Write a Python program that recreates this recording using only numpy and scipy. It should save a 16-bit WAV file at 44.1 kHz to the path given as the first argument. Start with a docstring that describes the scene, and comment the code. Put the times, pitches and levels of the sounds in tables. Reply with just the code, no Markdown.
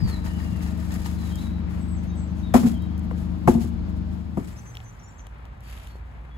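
"""A shovel scrapes gritty mortar in a wooden trough in a yard, with low thuds at first; grains are random clicks.
An engine of steady partials drones nearby and birds call in gliding tones; small ticks snap and ring.
Three loads are tipped into a plastic tub, whose modes swell and are damped by the mortar, with a gritty splat.
About the last load the yard cross-fades to a quieter spot of shaped noise: far vehicles hum as low tones,
other birds peep, more ticks sound, grains rustle once and a dull pop is heard."""
import sys
import numpy as np
from scipy import signal
from scipy.fft import rfft, irfft, next_fast_len
from scipy.io import wavfile

SR = 44100
rng = np.random.default_rng(int(sys.argv[2]) if len(sys.argv) > 2 else 0)


def pcm_store(signal):
    """Save signal as 16-bit PCM."""
    levels = np.round(np.clip(np.atleast_2d(signal), -1, 1) * 32767)
    wavfile.write(sys.argv[1], SR, levels.astype(np.int16).T)


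N = 280917
T = np.arange(N) / SR
SIZE = next_fast_len(N + SR // 4)   # room for the tails of notes and echoes
HZ = np.arange(SIZE // 2 + 1) * SR / SIZE

# direction of the engine and of the first spot's air: (frequency [Hz], left minus right [dB])
ENGINE_PAN = [(60, 3), (200, 10.5), (600, 7.5), (3000, 1), (7000, 0)]
# direction of shovel and tub: (frequency [Hz], left minus right [dB])
WORK_PAN = [(100, 3), (700, 5), (3000, 6.5), (8000, -0.5)]
# direction of the second spot's air and rustle: (frequency [Hz], left minus right [dB])
ROAD_PAN = [(60, -1.5), (200, -2), (450, 5), (2500, 1.5), (7000, -1)]
# usual coherence of the two ports: (frequency [Hz], shared part of the power [0 to 1])
LIKENESS = [(50, 0.61), (200, 0.36), (600, 0.12), (2000, 0.19), (5000, 0.043), (8000, 1)]
# mortar landing: (time [s], relative level [dB], pitch factor, brightness [dB per octave],
# softness as a factor on swell time, side wall level [dB], splat level [dB], share that rings freely [0 to 1]);
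# the row with the largest free share is the floor springing back
LUMPS = [(2.539, -1, 1.005, -3.5, 1.04, -17, -9, 0.18), (2.5475, -8, 1.04, -3, 0.97, -9.5, -25, 0.2),
         (2.631, -5.5, 1.025, -17, 1.4, -20.5, -27, 0.28), (2.659, -13.5, 0.94, -21, 1.3, -15, -30, 0.22),
         (3.109, -42, 1.37, 4.5, 0.62, 8.5, -41, 0.12), (3.474, -5.5, 1.025, -0.5, 1.33, -2.5, -13.5, 0.2),
         (3.482, -19.5, 1.23, 3, 0.82, -10, -42, 0.065), (3.547, -9.5, 1.01, -11, .35, -15, -40, .92),
         (3.64, -21.5, 0.87, -13, 1.2, -6, -40, 0.26), (4.366, -45, 0.83, 5, 2.8, 11, -55, .15),
         (4.371, -17, 0.97, -5.5, 0.87, -0.5, -30.5, .12)]


def amp(db):
    """Level law: the amplitude gain of a dB value."""
    return 10 ** (np.asarray(db) / 20)


def rms_one(x):
    """Power normalisation: scale to rms 1."""
    return x / np.sqrt(np.mean(x ** 2) + 1e-20)


def in_time(rows):
    """Linear interpolation: the columns of a curve, sample by sample."""
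    s, *columns = np.transpose(rows)
    return [np.interp(T, s, column) for column in columns]


def at_hz(points, hz=HZ):
    """Logarithmic frequency scale: a spectrum interpolated between its points."""
    known_hz, values = np.array(points).T
    return np.interp(np.log(hz + 1), np.log(known_hz + 1), values)


def drift(rate):
    """Low-passed noise: a random fluctuation of spread 1, with its two equal poles at rate [Hz]."""
    step = 40   # samples between the computed points
    pole = np.exp(-2 * np.pi * step * rate / SR)
    noise = rng.standard_normal(N // step + 2002)
    slow = signal.lfilter([1], [1, -2 * pole, pole * pole], noise)[2000:]   # settled part
    return np.interp(np.arange(N) / step, np.arange(len(slow)), rms_one(slow))


def ports(common, left=0, right=0, pan_db=0):
    """Interaural phase: spectra to two channels, the common part reaching the left port later."""
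    # phase between the ports: (frequency [Hz], lead of the left [half turns])
    port_turns = [(0, 0), (700, -.25), (3500, -1.75), (6900, -4), (9050, -5), (11400, -6), (13700, -7),
                  (16000, -8), (22050, -10)]
    turn = np.exp(1j * np.pi * np.interp(HZ, *np.transpose(port_turns)))
    left_port = (common * turn + left) * amp(pan_db / 2)
    right_port = (common + right) * amp(-pan_db / 2)
    return irfft([left_port, right_port], SIZE)[:, :N]


def coloured(sources, spectrum, pan, likeness=LIKENESS):
    """Partial coherence: mix common, left-only and right-only sources, coloured, to two ports of rms 1."""
    alike = np.clip(at_hz(likeness), 0, .97)
    common, left, right = rfft(sources, SIZE) * amp(at_hz(spectrum))
    apart = np.sqrt(1 - alike)
    return rms_one(ports(np.sqrt(alike) * common, apart * left, apart * right, at_hz(pan)))


def air(spectrum, pan, likeness, patchy_db):
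    """Broadband turbulence: shaped noise whose level wavers by patchy_db."""
    return coloured(rng.standard_normal((3, N)), spectrum, pan, likeness) * amp(patchy_db * drift(16.0))


def grains(per_s, spread_db):
    """Poisson-like impacts: three streams of random clicks of uneven size and sign."""
    sizes = amp(spread_db * np.minimum(rng.exponential(1, (3, N)), 4))
    signs = rng.choice([-1, 1], (3, N))
    return sizes * signs * (rng.random((3, N)) < per_s / SR)


def echoes(x, level_db, t60):
    """Diffuse reflection: spectra of the scattered return from walls and trees, one for each port."""
    tail = np.arange(SR // 5) / SR
    decay = amp(level_db - 60 * tail / t60)
    return [rfft(decay * rng.standard_normal(len(tail)), SIZE) * rfft(x) for side in range(2)]


def yard_air():
    """Ambient noise: the almost steady air of the first spot."""
    # colour: (frequency [Hz], relative spectral level [dB])
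    yard_colour = [(25, -26), (50, 10), (110, -10), (200, 0), (400, -24), (900, -23.5), (2000, -34),
                   (4500, -41), (8000, -55.5), (16000, -97)]
    return amp(-32) * air(yard_colour, ENGINE_PAN, LIKENESS, patchy_db=.4)


def road_air():
    """Ambient noise: the air of the second spot, with its far traffic."""
    # colour: (frequency [Hz], relative spectral level [dB])
    road_colour = [(20, -80), (44, -0.5), (96, -6.5), (200, -17), (400, -32.5), (850, -25), (1900, -33),
                   (3500, -44.5), (6000, -58.5), (16000, -82)]
    # coherence of the ports: (frequency [Hz], shared part of the power [0 to 1])
    road_likeness = [(60, 0.99), (130, 0.92), (400, 0.024), (5000, 0.52), (8000, .93)]
    return amp(-42.5) * air(road_colour, ROAD_PAN, road_likeness, patchy_db=1.0)


def hum():
    """Narrow-band noise: a faint breathy hum at the first spot."""
    # colour: (frequency [Hz], relative spectral level [dB])
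    hum_colour = [(590, -28.5), (642, 3), (695, -39)]
    return amp(-59) * air(hum_colour, ENGINE_PAN, LIKENESS, patchy_db=3.5)


def engine():
    """Harmonic series: a steady firing cycle as partials spread out by the exhaust pipe, breathing slightly."""
    # partials: (multiple of the cycle rate, relative level [dB])
    partials = [(2, -31), (3, 4), (4, -6), (5, -11.5), (7, -1), (8, -10.5), (9, -10.5), (10, -18.5),
                (12, -13), (13, -24.5), (14, -23.5), (18, -28.5)]
    cycle_hz, level = 25.27, amp(-31.5)   # mean cycle rate
    turn = 2 * np.pi * np.cumsum(cycle_hz * (1 + .001 * drift(1.5))) / SR
    breathing_db = [.5 * drift(2.0) for _ in range(4)]
    half, left_lead = np.array([[.5], [-.5]]), np.array([[.35], [-.35]])
    out = 0
    for k, (multiple, level_db) in enumerate(partials):
        pan_db = at_hz(ENGINE_PAN, multiple * cycle_hz) * half
        phase = multiple * (turn + 1.234) + 0.1354 * multiple ** 2 + left_lead   # square term: pipe dispersion
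        out = out - amp(level_db + pan_db + breathing_db[k % 4]) * np.cos(phase)
    return level * out


def vehicles():
    """Frequency modulation: soft low engine notes of far vehicles come and go."""
    # one table a vehicle: (time [s], frequency [Hz], level before a common 6 dB lift [dB])
    vehicle_notes = [
        [(4.5, 114, -50), (4.864, 113.6, -45.5), (5.1, 107, -62)],
        [(5.45, 58.64, -46), (6.202, 57.96, -41), (6.37, 61.6, -42)],
    ]
    out = 0
    for rows in vehicle_notes:
        hz, level_db = in_time(rows)
        inside = np.minimum(T - rows[0][0] + 0.24, rows[-1][0] - T + 0.25)   # s from the nearer end
        heard = np.clip(inside / 0.054, 0, 1)
        out = out + heard * amp(level_db + 6.0) * np.sin(2 * np.pi * np.cumsum(hz) / SR)
    return out


def birds():
    """Gliding tones: notes with an uneven trill, blurred by echoes off walls and trees."""
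    # mellow whistles, most sinking: (time [s], length [s], start frequency [Hz], sink [Hz], level [dB])
    whistles = [(0, 0.185, 4965, 1148, -46.5), (0.25, 0.17, 2950, 60, -52), (0.44, 0.27, 2860, 259, -55),
                (1.168, 0.15, 4150, 418, -56.5), (1.304, 0.074, 3244, 60, -51),
                (1.368, 0.094, 3520, -20, -58), (1.378, 0.023, 3790, -150, -46.5),
                (1.41, 0.075, 4050, 280, -52), (1.502, 0.095, 3930, 73, -60), (2.09, 0.058, 3760, 1, -58),
                (2.43, 0.066, 3820, 72, -54), (2.478, 0.057, 3490, -60, -60),
                (2.739, 0.045, 3290, 145, -53), (2.81, 0.068, 3190, 41, -59), (2.795, 0.069, 3850, 25, -60),
                (2.89, 0.15, 3290, 66.5, -67), (1.88, 0.093, 8100, 445, -56),
                (2.156, 0.094, 7910, 299, -56.5), (5.64, 0.094, 4580, 33, -61),
                (5.87, 0.094, 4430, 60, -63), (6.31, 0.054, 3350, 7, -60)]
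    # short peeps: (time [s], length [s], start frequency [Hz], level [dB])
    peeps = [(1.795, 0.057, 7800, -58), (4.518, 0.025, 7270, -59), (4.578, 0.026, 6180, -50.5),
             (4.656, 0.06, 6270, -54), (4.665, .04, 6650, -65), (4.743, 0.012, 5620, -48.5),
             (4.843, 0.062, 6260, -56), (5.003, 0.11, 5870, -62), (5.031, 0.035, 7060, -54.5),
             (5.084, 0.026, 7500, -57), (5.104, 0.036, 6820, -63), (5.16, 0.03, 7470, -63),
             (5.181, .016, 6470, -54), (5.2, 0.014, 7080, -58.5), (5.192, 0.021, 6050, -52)]
    # quick rising flicks that open a phrase: (time [s], level [dB])
    flicks = [(4.565, -51), (4.992, -52)]
    notes = list(whistles)
    notes += [(s, length, hz, 40, db) for s, length, hz, db in peeps]
    notes += [(s, .011, 5000, -1400, db) for s, db in flicks]
    for pair in range(5):   # a run of pairs of falling chirps, each pair 1 dB fainter
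        for second in range(2):
            notes.append((1.968 + pair * .101 + second * .021, .027, 6660, 950, -60.5 - pair))
    spread_hz = 500
    for u, v, w in rng.random((40, 3)):   # faint far twitter whose pitch sinks along the song
        start_hz = 8000 - 895 * u + spread_hz * (2 * v - 1)
        notes.append((4.4 + .6 * u, .012, start_hz, spread_hz * (2 * w - 1), -66))
    song, trill = np.zeros(SIZE), drift(51.0)
    for s, length, start_hz, sink_hz, level_db in notes:
        at, t = round(s * SR), np.arange(round(length * SR)) / SR
        pitch = (start_hz - sink_hz * t / length) + 38 * np.resize(trill[at:], len(t))
        swell = np.sin(np.pi * t / length) ** 0.18
        song[at:at + len(t)] += amp(level_db) * swell * np.sin(2 * np.pi * np.cumsum(pitch) / SR)
    song = song * amp(2 * np.resize(drift(33.0), SIZE))   # level flutter
    return ports(rfft(song), *echoes(song, level_db=-34, t60=.32), pan_db=-0.5)


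def pop():
    """Pressure pulse: a single soft push of air, one dull low pop at the second spot."""
    time_s, width_s = 5.9552, 0.00041
    return -amp(-34.5) * np.exp(-((T - time_s) / width_s) ** 2)


def rustle():
    """Dense random impacts: one crackly rustle at the second spot that rises, holds and falls."""
    # colour: (frequency [Hz], relative spectral level [dB])
    rustle_colour = [(900, -1), (2000, 4), (3000, 3), (4500, -5.5), (8000, -8), (13500, -7), (16500, -40)]
    start_s, rise_s, hold_s, fall_s = 5.6, 0.11, 0.11, 0.19
    end_s = start_s + rise_s + hold_s + fall_s
    shape = np.clip(np.minimum((T - start_s) / rise_s, (end_s - T) / fall_s), 0, 1)
    level = amp(-51.5 + 1.6 * drift(45.0))
    return shape * level * coloured(grains(9000, spread_db=6.0), rustle_colour, ROAD_PAN)


def ticks():
    """Impulse response: a bright snap of noise with a lower ring of a few cycles."""
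    # small hard ticks: (time [s], level before colouring [dB], share that rings rather than snaps [0 to 1])
    tick_list = [(0.9074, -43, .4), (0.932, -44, .3), (0.941, -29, .1), (1.357, -31, .05), (2.822, -42, .1),
                 (2.9787, -41, 0.11), (2.994, -41.5, .1), (4.753, -33, 0.7), (4.7706, -26.5, 0.79),
                 (4.8032, -40, 0.98), (5.195, -47, 0.99), (5.2685, -36, 0.53), (5.454, -42, 0.54),
                 (5.606, -47, 0.1), (5.69, -45, 0.16), (5.777, -40, 0.84), (5.872, -35, 0.55)]
    ring_hz, ring_t60_s, snap_t60_s = 3080, .0031, .012
    out, t = np.zeros((2, SIZE)), np.arange(SR // 25) / SR
    noise = rng.standard_normal((len(tick_list), len(t)))
    for (s, peak_db, rings), snap in zip(tick_list, noise):
        at, rings = round(s * SR), np.clip(rings, 0, 1)
        decay = amp(peak_db - 60 * t / [[ring_t60_s], [snap_t60_s]])
        out[:, at:at + len(t)] += decay * [rings * np.sin(2 * np.pi * ring_hz * t), (1 - rings) * snap]
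    ring, snap = rfft(out)
    ring = ring * amp(at_hz([(600, -36), (2000, 7.5), (16000, 7)]))
    snap = snap * amp(at_hz([(2500, -18), (6500, -0.5), (16000, -3)]))
    return ports(ring + snap, pan_db=1.5)


def bumps():
    """Damped low-frequency impact: noise swells and dies as the blade bumps the trough."""
    # low thuds: (time [s], level before rise and fall [dB])
    bump_list = [(0.021, -23.5), (0.508, -23.5), (0.57, -34.5)]
    rise_s, fall_s = 0.0064, 0.057
    level = 0
    for s, db in bump_list:
        level = level + amp(db) * np.clip((T - s) / rise_s, 0, 1) * np.exp(-np.maximum(T - s, 0) / fall_s)
    thud_colour = [(25, -29.5), (55, 19), (100, 11), (200, 4.5), (400, -61)]   # (Hz, dB)
    return level * air(thud_colour, ENGINE_PAN, LIKENESS, patchy_db=4.5)


def blade(clicks):
    """Modal resonance: each mode of the steel blade rings on its own stream of clicks."""
    # modes: (frequency [Hz], relative level [dB])
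    blade_modes = [(900, 4), (1230, 0.5), (1830, 2.5), (2800, -14), (4050, -7), (4870, -4.5)]
    t60_s = 0.038
    out, r = 0, amp(-60 / (t60_s * SR))
    for hz, level_db in blade_modes:
        w = 2 * np.pi * hz / SR
        ringing = signal.lfilter([0, np.sin(w)], [1, -2 * r * np.cos(w), r * r], clicks() + 1e-18)
        out = out + amp(level_db) * ringing
    return out


def big_stones():
    """Impulsive excitation: single stones that strike the whole blade, unevenly from mode to mode."""
    # strikes: (time [s], mean level [dB])
    strikes = [(0.662, -40.5), (0.907, -48), (1.06, -40)]
    s, db = np.transpose(strikes)
    clicks = np.zeros(SIZE)
    clicks[(s * SR).astype(int)] = amp(db + rng.normal(0, 2.15, len(s)))
    return clicks


def grit():
    """Granular friction: fine bright and coarse dull sand crunches, and the coarser stones ring the blade."""
    # bed, loud while the blade scrapes: (time [s], relative fine level [dB], relative coarse level [dB])
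    grit_bed = [(0, -65.5, -49.5), (1.1, -58, -52), (1.45, -64, -51.5), (1.6, -81.5, -50.5),
                (4.3, -79, -66), (4.45, -62.5, -51), (5.35, -79.5, -56.5), (6.37, -80, -54.5)]
    # colour of fine grit: (frequency [Hz], relative spectral level [dB])
    fine_colour = [(2000, 7.5), (3500, 7), (5500, 6), (8000, 6.5), (11000, 4.5), (13500, 0), (16500, 0)]
    # colour of coarse grit: (frequency [Hz], relative spectral level [dB])
    coarse_colour = [(350, 14), (700, 6), (1300, 5.5), (2200, 4), (3500, -14), (6000, -30)]
    # crunches and rubs that stand out: (time [s], length scale [s], rise before shaping [dB])
    crunches = [(0.065, 0.058, 11.5), (0.238, 0.05, 12.5), (0.376, 0.07, 7.5), (0.613, 0.038, 12),
                (0.897, 0.068, 8.5), (1.048, 0.037, 12.5), (1.224, 0.1, 6), (1.37, 0.091, 8),
                (1.668, 0.13, 20), (2.016, 0.052, 17), (2.326, 0.14, 15.5), (2.655, 0.057, 14),
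                (3.144, 0.11, 21), (3.591, 0.08, 14.5), (4.096, 0.094, 9), (4.465, 0.029, 5.5)]
    fine_db, coarse_db = in_time(grit_bed)
    for s, *_, splat_db, _ in LUMPS:   # sand spills after each lump
        fall_db = np.where(T > s, -125 * (T - s), -np.inf)
        fine_db = np.maximum(fine_db, splat_db - 31.5 + fall_db)
        coarse_db = np.maximum(coarse_db, 0.83 * (splat_db + fall_db) - 63)
    blade_lifts_s = 1.34   # till then the blade grinds the bottom
    coarse_share = np.where(T < blade_lifts_s, 0.68, 0.15)   # of a crunch's rise
    for s, length, rise_db in crunches:
        u = np.maximum(T - s, 0) / length
        shape = np.minimum(u * 3, 1) * np.exp(-u ** 2 / 2)   # sets in fast, dies slowly
        fine_db = fine_db + rise_db * shape
        coarse_db = coarse_db + coarse_share * rise_db * shape
    clumps = amp(1.5 * drift(40.0))
    grinding = np.clip((blade_lifts_s - T) / .15 + 1, 0, 1)
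    fine = coloured(grains(9000, spread_db=3.5), fine_colour, WORK_PAN)
    fine = fine * amp(fine_db + 6.5 + 1.2 * drift(120.0))
    coarse = coloured(grains(1800, spread_db=3.0), coarse_colour, WORK_PAN) * amp(2.2 * drift(60.0))
    stones = coloured(blade(lambda: grains(90, spread_db=2.0)), [(1, 0)], WORK_PAN)
    struck = ports(rfft(blade(big_stones)), pan_db=at_hz(WORK_PAN))
    scraped = (coarse + grinding * amp(-2.5) * stones) * amp(coarse_db - 1.0)
    return struck + (fine + scraped) * clumps


def lumps():
    """Mass-loaded, damped modes: a soft heavy load swells each tub mode, smothers most of it and splats."""
    # tub modes, each slowed by the lump's softness and tuned by its pitch factor:
    # (frequency [Hz], relative level [dB], swell time [s], share in the side wall [0 to 1])
    tub_modes = [(140.5, 1.5, 0.0055, 1), (230, -1.5, 0.016, 0.034), (347.6, -1, 0.01325, 0.95),
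                 (490, -8, 0.0092, 0.98), (689, -2, 0.0053, 0.085), (837.4, -6.5, 0.0065, 0.26),
                 (1037, -4.5, 0.0024, 0.31), (1480, -15, 0.0037, 0.72), (2110, -25, 0.005, 0.12)]
    body, splat, t = np.zeros(SIZE), np.zeros(N), np.arange(SR // 5) / SR
    for s, peak_db, pitch, bright_db, soft, wall_db, splat_db, rings in LUMPS:
        at = round(s * SR)
        for hz, level_db, swell, wall in tub_modes:
            u = t / (swell * soft)
            smothered = (u * np.exp(1 - u)) ** 8.1
            free = (1 - np.exp(-u ** 2)) * np.exp(-t / (swell * 3.2))
            shape = (1 - rings) * smothered + rings * free
            level = amp(peak_db + level_db + wall * wall_db + bright_db * np.log2(hz / 228))
            sag = 1 + 0.15 * min(1, 300 / hz) * np.exp(-u)   # low pitches sag most under the load
            body[at:at + len(t)] += level * shape * np.sin(2 * np.pi * hz * pitch * t * sag)
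        splat[at:at + len(t)] += amp(splat_db) * np.minimum(t / 0.0033, 1) * np.exp(-t / 0.021)
    wet_colour = [(300, 19), (1000, 10.0), (2200, -4.5), (4000, -19.5), (8000, -12.0), (16000, -19.0)]
    wet = coloured(grains(12000, spread_db=4.5), wet_colour, WORK_PAN)
    dull = amp(at_hz([(350, 0), (1000, -10)]))   # the echoes lose treble
    scattered = dull * echoes(body, level_db=-40.5, t60=0.54)
    return ports(rfft(body), *scattered, pan_db=at_hz(WORK_PAN)) + splat * wet


def scene():
    """Superposition: the two spots cross-faded, with the work and the single sounds on top."""
    fade_start_s, fade_s = 3.856, 0.98
    turn = np.pi / 2 * np.clip((T - fade_start_s) / fade_s, 0, 1)
    first = engine() + yard_air() + hum()
    spots = np.cos(turn) ** 1.96 * first + np.sin(turn) * road_air()
    small_sounds = vehicles() + birds() + pop() + rustle() + ticks()
    return spots + small_sounds + bumps() + grit() + lumps()


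def record(dry):
    """Band limiting and saturation: deep bass is reduced, the loudest peaks are rounded, the top is cut."""
    dry = signal.sosfilt(signal.butter(2, 38, "high", fs=SR, output="sos"), dry)
    rounded = dry / (1 + np.abs(dry / .97) ** 6) ** (1 / 6)
    top_cut = signal.cheby2(16, 60, 16200, fs=SR, output="sos")   # 60 dB down from 16.2 kHz up
    return signal.sosfilt(top_cut, rounded)


dry = scene()
out = record(dry)
pcm_store(out)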